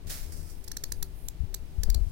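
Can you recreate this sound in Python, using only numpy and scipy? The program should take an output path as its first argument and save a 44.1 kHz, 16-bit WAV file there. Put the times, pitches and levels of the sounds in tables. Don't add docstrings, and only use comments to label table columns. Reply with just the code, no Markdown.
import sys
import numpy as np
from scipy import signal
from scipy.fft import rfft, irfft, next_fast_len
from scipy.io import wavfile

SR = 44100
rng = np.random.default_rng(int(sys.argv[2]) if len(sys.argv) > 2 else 0)


def to_wav(sig):
    pcm = np.clip(np.atleast_2d(sig), -1, 1) * 32767
    pcm = np.round(pcm).astype(np.int16)
    wavfile.write(sys.argv[1], SR, pcm.T)


N = 93315
T = np.arange(N) / SR
FFT_SIZE, TICK_SAMPLES = 2 * next_fast_len(N // 2 + 4096), 2048

ROOM_NOISE_EQ = [(20, -19), (40, -6.5), (65, 5), (115, -8.5), (155, -7), (195, -16.5), (280, -14),
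                 (385, -17.5), (480, -22), (750, -25), (1200, -31), (2200, -31.5), (4000, -34),
                 (7000, -40.5), (15500, -42)]
ROOM_COHERENCE = [(50, 0.027), (130, 0.64), (300, 0.93), (650, 0.51), (1400, 0), (8000, 0)]
HUM_TONES = [(155, -60.5), (229, -71.5), (382, -68)]
RUMBLE_LEVEL = [(0, -41.5), (.25, -32.5), (.6, -36.5), (.8, -38), (.92, -29.5), (1.1, -36.5), (1.35, -34.5),
                (1.55, -33.5), (1.75, -36), (1.8, -24.5), (2.04, -26), (2.12, -40)]
RUMBLE_EQ = [(15, 1.5), (33, 2), (60, -8.5), (100, -19), (160, -28.5), (300, -38), (700, -51),
             (2000, -64.5)]

SLIP_RUNS = [(.045, 0.043, 82, -36), (0.272, 0.207, 77.5, -39.5)]
SLIP_EQ = [(30, -17), (78, 1.5), (155, -13), (235, -19.5), (380, -21.5), (700, -31), (1500, -51)]
RIND_SWISHES = [(.067, 0.0035, 0.0033, 0.64, -45), (.094, 0.0057, 0.015, 0.55, -36)]
SWISH_EQ = [(300, -17), (600, 2.5), (1150, -8.5), (1500, 1), (2200, -1), (3100, -5), (5000, 1), (8000, 1.5),
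            (11000, 2.5), (16000, 1.5)]
RUB_LEVEL = [(0, -76), (.06, -73), (.16, -72), (.22, -65), (.312, -59), (.33, -58.5), (.38, -50),
             (.45, -54.5), (.5, -51), (.58, -64), (.63, -63), (.9, -64), (1.0, -70), (1.1, -66.5),
             (1.35, -70.5), (2.12, -60.5)]
RUB_CATCHES = [(.319, -46), (0.496, -60)]
RUB_EQ = [(500, -40), (1300, 5), (2200, 2), (3300, -13), (5000, 11.5), (6500, 7), (8500, 12), (12000, 8.5),
          (16000, 6.5)]
BRUSH_LEVEL = [(0, -87), (.6, -61), (.72, -72), (.95, -58.5), (1.04, -60), (1.12, -69), (1.17, -57),
               (1.28, -56.5), (1.33, -80), (2.12, -69)]
BRUSH_EQ = [(4000, -20), (6500, -30), (9000, 2.5), (12500, 2), (16000, -3.5)]

# ring/dB, treble/dB, left/dB, snap/dB, body/dB
KNIFE_TICKS = [(0.6397, 0.01, -52, 5400, -6, 8, -7, -15, -32),
               (0.6772, 0.0073, -38, 5440, -5, -2, -2, -5, -22),
               (0.7154, 0.0049, -31.5, 6000, 3, -6.5, -0.5, -0.5, -25),
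               (.7680, 0.0057, -30.5, 6140, 4, -2.5, -1.5, 1.5, -12),
               (0.8371, 0.0044, -25, 6400, -0.5, -5.5, 0, -6, -13),
               (0.9199, 0.0051, -28, 6660, 0, 1, -2, 0.5, -11.5),
               (1.0256, 0.0054, -25, 6660, -8, -2.5, -2.5, -7, -16),
               (1.2838, 0.0033, -32, 3980, -4.5, 4, 2, -20, -19),
               (1.5423, 0.0062, -29, 4020, -9.5, 0, -2.5, -5, -17),
               (1.8333, .0040, -29.5, 4300, -19, 2.5, 4, -1, -12.5),
               (1.9000, 0.0037, -30, 4970, -5, 0.5, 0, -5.5, -19),
               (1.944, 0.0056, -30.5, 4520, -2.5, -2, 1.5, -15, -13)]
HOLLOW_MODES = [(1724, -12, .016), (1830, -36, 0.0023)]
FRUIT_MODES = [(285, -4.5, 0.0087), (464, -5.5, 0.022), (890, -25, 0.0034)]
CRACKLE_EQ = [(300, -18), (1000, -11), (1800, -18.5), (2800, -18.5), (3300, -12), (3950, -3.5), (5000, -3),
              (7000, 0), (9000, -3.5), (11000, 0), (15500, -2)]
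TAIL_EQ = [(400, -4), (1800, 4), (3400, -10), (4300, 7.5), (5500, -1), (8000, -1.5), (15000, -2)]
LEFT_EQ = [(500, 0), (1800, -1), (3000, 1), (4500, 1.5), (6300, -1), (8000, -5.5), (10500, -13.5),
           (13000, -18), (15500, -23)]

HAND_BUMPS = [(1.403, -16.5, 57.4), (1.435, -20.5, 92), (1.782, -14.5, 56), (1.804, -17.5, 44),
              (1.889, -12, 41), (1.955, -13, 53.7), (2.009, -13, 48), (2.066, -20.5, 67.5)]
BOARD_KNOCKS = [(1.833, -45), (1.875, -39), (1.883, -47), (1.950, -42), (1.973, -47.5), (2.005, -49)]
KNOCK_EQ = [(80, 2), (170, 4.5), (400, -6), (700, -10.5), (1100, -23), (3000, -38), (8000, -43)]


def from_db(db):
    return 10 ** (np.asarray(db) / 20)


def unit_rms(x):
    return x / np.sqrt(np.mean(x ** 2) + 1e-20)


def level(points):
    return from_db(np.interp(T, *np.transpose(points)))


def at_bins(points):
    hz, value = np.transpose(points)
    return np.interp(np.log(np.fft.rfftfreq(FFT_SIZE, 1 / SR) + 1), np.log(hz), value)


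def colour(x, eq):
    cepstrum = irfft(np.log(from_db(at_bins(eq))))
    cepstrum[1:FFT_SIZE // 2] *= 2
    cepstrum[FFT_SIZE // 2 + 1:] = 0
    return irfft(rfft(x, FFT_SIZE) * np.exp(rfft(cepstrum)))[..., :N]


def noise(eq, channels=2):
    return unit_rms(colour(rng.standard_normal((channels, N)), eq))


def butter(x, hz, kind, order=2):
    return signal.sosfilt(signal.butter(order, hz, kind, fs=SR, output="sos"), x + 1e-18)


def resonance(x, hz, width_hz):
    return butter(x, [hz - width_hz / 2, hz + width_hz / 2], "band")


def wander(cutoff_hz):
    return unit_rms(butter(rng.standard_normal(N), cutoff_hz, "low"))


def envelope(start_s, attack_s, hold_s, t60_s):
    age_s = T - start_s
    release_db = -60 * np.clip((age_s - attack_s - hold_s) / t60_s, 0, 2)
    return np.clip(age_s / attack_s, 0, 1) * from_db(release_db)


def pan_left(x, right_db):
    return x * np.array([[1], [from_db(right_db)]])


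def room_noise():
    mid, side = rfft(noise(ROOM_NOISE_EQ), FFT_SIZE)
    coherence = at_bins(ROOM_COHERENCE)
    spectra = np.sqrt(1 + coherence) * mid + np.sqrt(1 - coherence) * side * [[1], [-1]]
    return from_db(-48) * pan_left(unit_rms(irfft(spectra)[:, :N]), right_db=-.5)


def hum():
    white = rng.standard_normal(N + SR)
    return sum(from_db(db) * unit_rms(resonance(white, hz, width_hz=8.1)[SR:]) for hz, db in HUM_TONES)


def rumble():
    return pan_left(level(RUMBLE_LEVEL) * noise(RUMBLE_EQ, channels=1), right_db=-28)


def judder():
    out, fade_s = np.zeros(N), .029
    rate_factor = 1 + .032 * wander(cutoff_hz=22)
    for start_s, length_s, rate_hz, db in SLIP_RUNS:
        slip_count = np.floor(np.cumsum(rate_hz * rate_factor) / SR)
        slips = np.diff(slip_count, prepend=0)
        gate = np.clip(np.minimum(T - start_s, start_s + length_s - T) / fade_s + .5, 0, 1)
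        out += from_db(db) * gate * unit_rms(colour(slips - slips.mean(), SLIP_EQ))
    return pan_left(out, right_db=-23)


def rubbing():
    grain = from_db(1.5 * wander(cutoff_hz=370))
    swish = sum(from_db(db) * envelope(*timing_s) for *timing_s, db in RIND_SWISHES)
    catches = sum(from_db(db) * envelope(start_s, attack_s=.003, hold_s=.006, t60_s=.14)
                  for start_s, db in RUB_CATCHES)
    rub = level(RUB_LEVEL) + catches
    return grain * (swish * noise(SWISH_EQ) + rub * noise(RUB_EQ) + level(BRUSH_LEVEL) * noise(BRUSH_EQ))


def strike(modes):
    age_s = T[:TICK_SAMPLES]
    return sum(from_db(db - 60 * age_s / t60_s) * np.sin(2 * np.pi * hz * age_s) for hz, db, t60_s in modes)


def ticks():
    cracks_per_s, coherence, boost_db = 18000, .55, 5
    attack_s, release_s, left_lag_s = .0007, .001, .00048
    age_s = T[:TICK_SAMPLES]
    attack = np.minimum(age_s / attack_s, 1) ** 2
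    snap, body = strike(HOLLOW_MODES), strike(FRUIT_MODES)
    crackle, rings = np.zeros((2, 2, N))
    for start_s, length_s, db, ring_hz, ring_db, treble_db, left_db, snap_db, body_db in KNIFE_TICKS:
        signs = rng.choice([-1, 1], (3, TICK_SAMPLES))
        cracks = signs * (rng.random(signs.shape) < cracks_per_s / SR)
        cracks = unit_rms(np.sqrt(coherence) * cracks[2] + np.sqrt(1 - coherence) * cracks[:2])
        release = np.exp(-np.maximum(age_s - length_s + attack_s, 0) / release_s)
        gain = from_db([[db + left_db + boost_db], [db + boost_db]])
        burst = gain * cracks * attack * release
        treble = butter(burst, hz=8460, kind="high", order=1)
        span = slice(int(start_s * SR), int(start_s * SR) + TICK_SAMPLES)
        crackle[:, span] += burst + (from_db(treble_db) - 1) * treble
        rings[:, span] += from_db(ring_db) * resonance(burst, ring_hz, width_hz=750)
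        rings[:, span] += gain * (from_db(snap_db) * snap + from_db(body_db) * body)
    left, right = colour(crackle, CRACKLE_EQ) + rings
    return np.array([np.pad(left, (round(left_lag_s * SR), 0))[:N], right])


def room_tail(x):
    decay = envelope(start_s=.007, attack_s=.001, hold_s=0, t60_s=.15)
    response = colour(unit_rms(rng.standard_normal((2, N)) * decay), TAIL_EQ) / np.sqrt(N)
    return from_db(-17.5) * signal.fftconvolve(x, response, axes=1)[:, :N]


def bumps():
    out, rise_cycles = np.zeros(N), .41
    for start_s, db, hz in HAND_BUMPS:
        cycles = np.maximum(T - start_s, 0) * hz
        swell = cycles / rise_cycles
        out -= from_db(db) * swell * np.exp(1 - swell) * np.sin(2 * np.pi * cycles)
    return pan_left(out, right_db=-28)


def knocks():
    blows = sum(from_db(db) * envelope(start_s, attack_s=.0023, hold_s=.006, t60_s=.11)
                for start_s, db in BOARD_KNOCKS)
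    return pan_left(blows * noise(KNOCK_EQ, channels=1), right_db=-14)


def scene():
    direct = ticks()
    left, right = direct + room_tail(direct) + rubbing()
    crisp = np.array([colour(left, LEFT_EQ), right])
    return crisp + judder() + rumble() + bumps() + knocks() + room_noise() + hum()


def record(dry):
    return signal.sosfilt(signal.ellip(10, .2, 80, 15900, fs=SR, output="sos"), dry)


dry = scene()
out = record(dry)
to_wav(out)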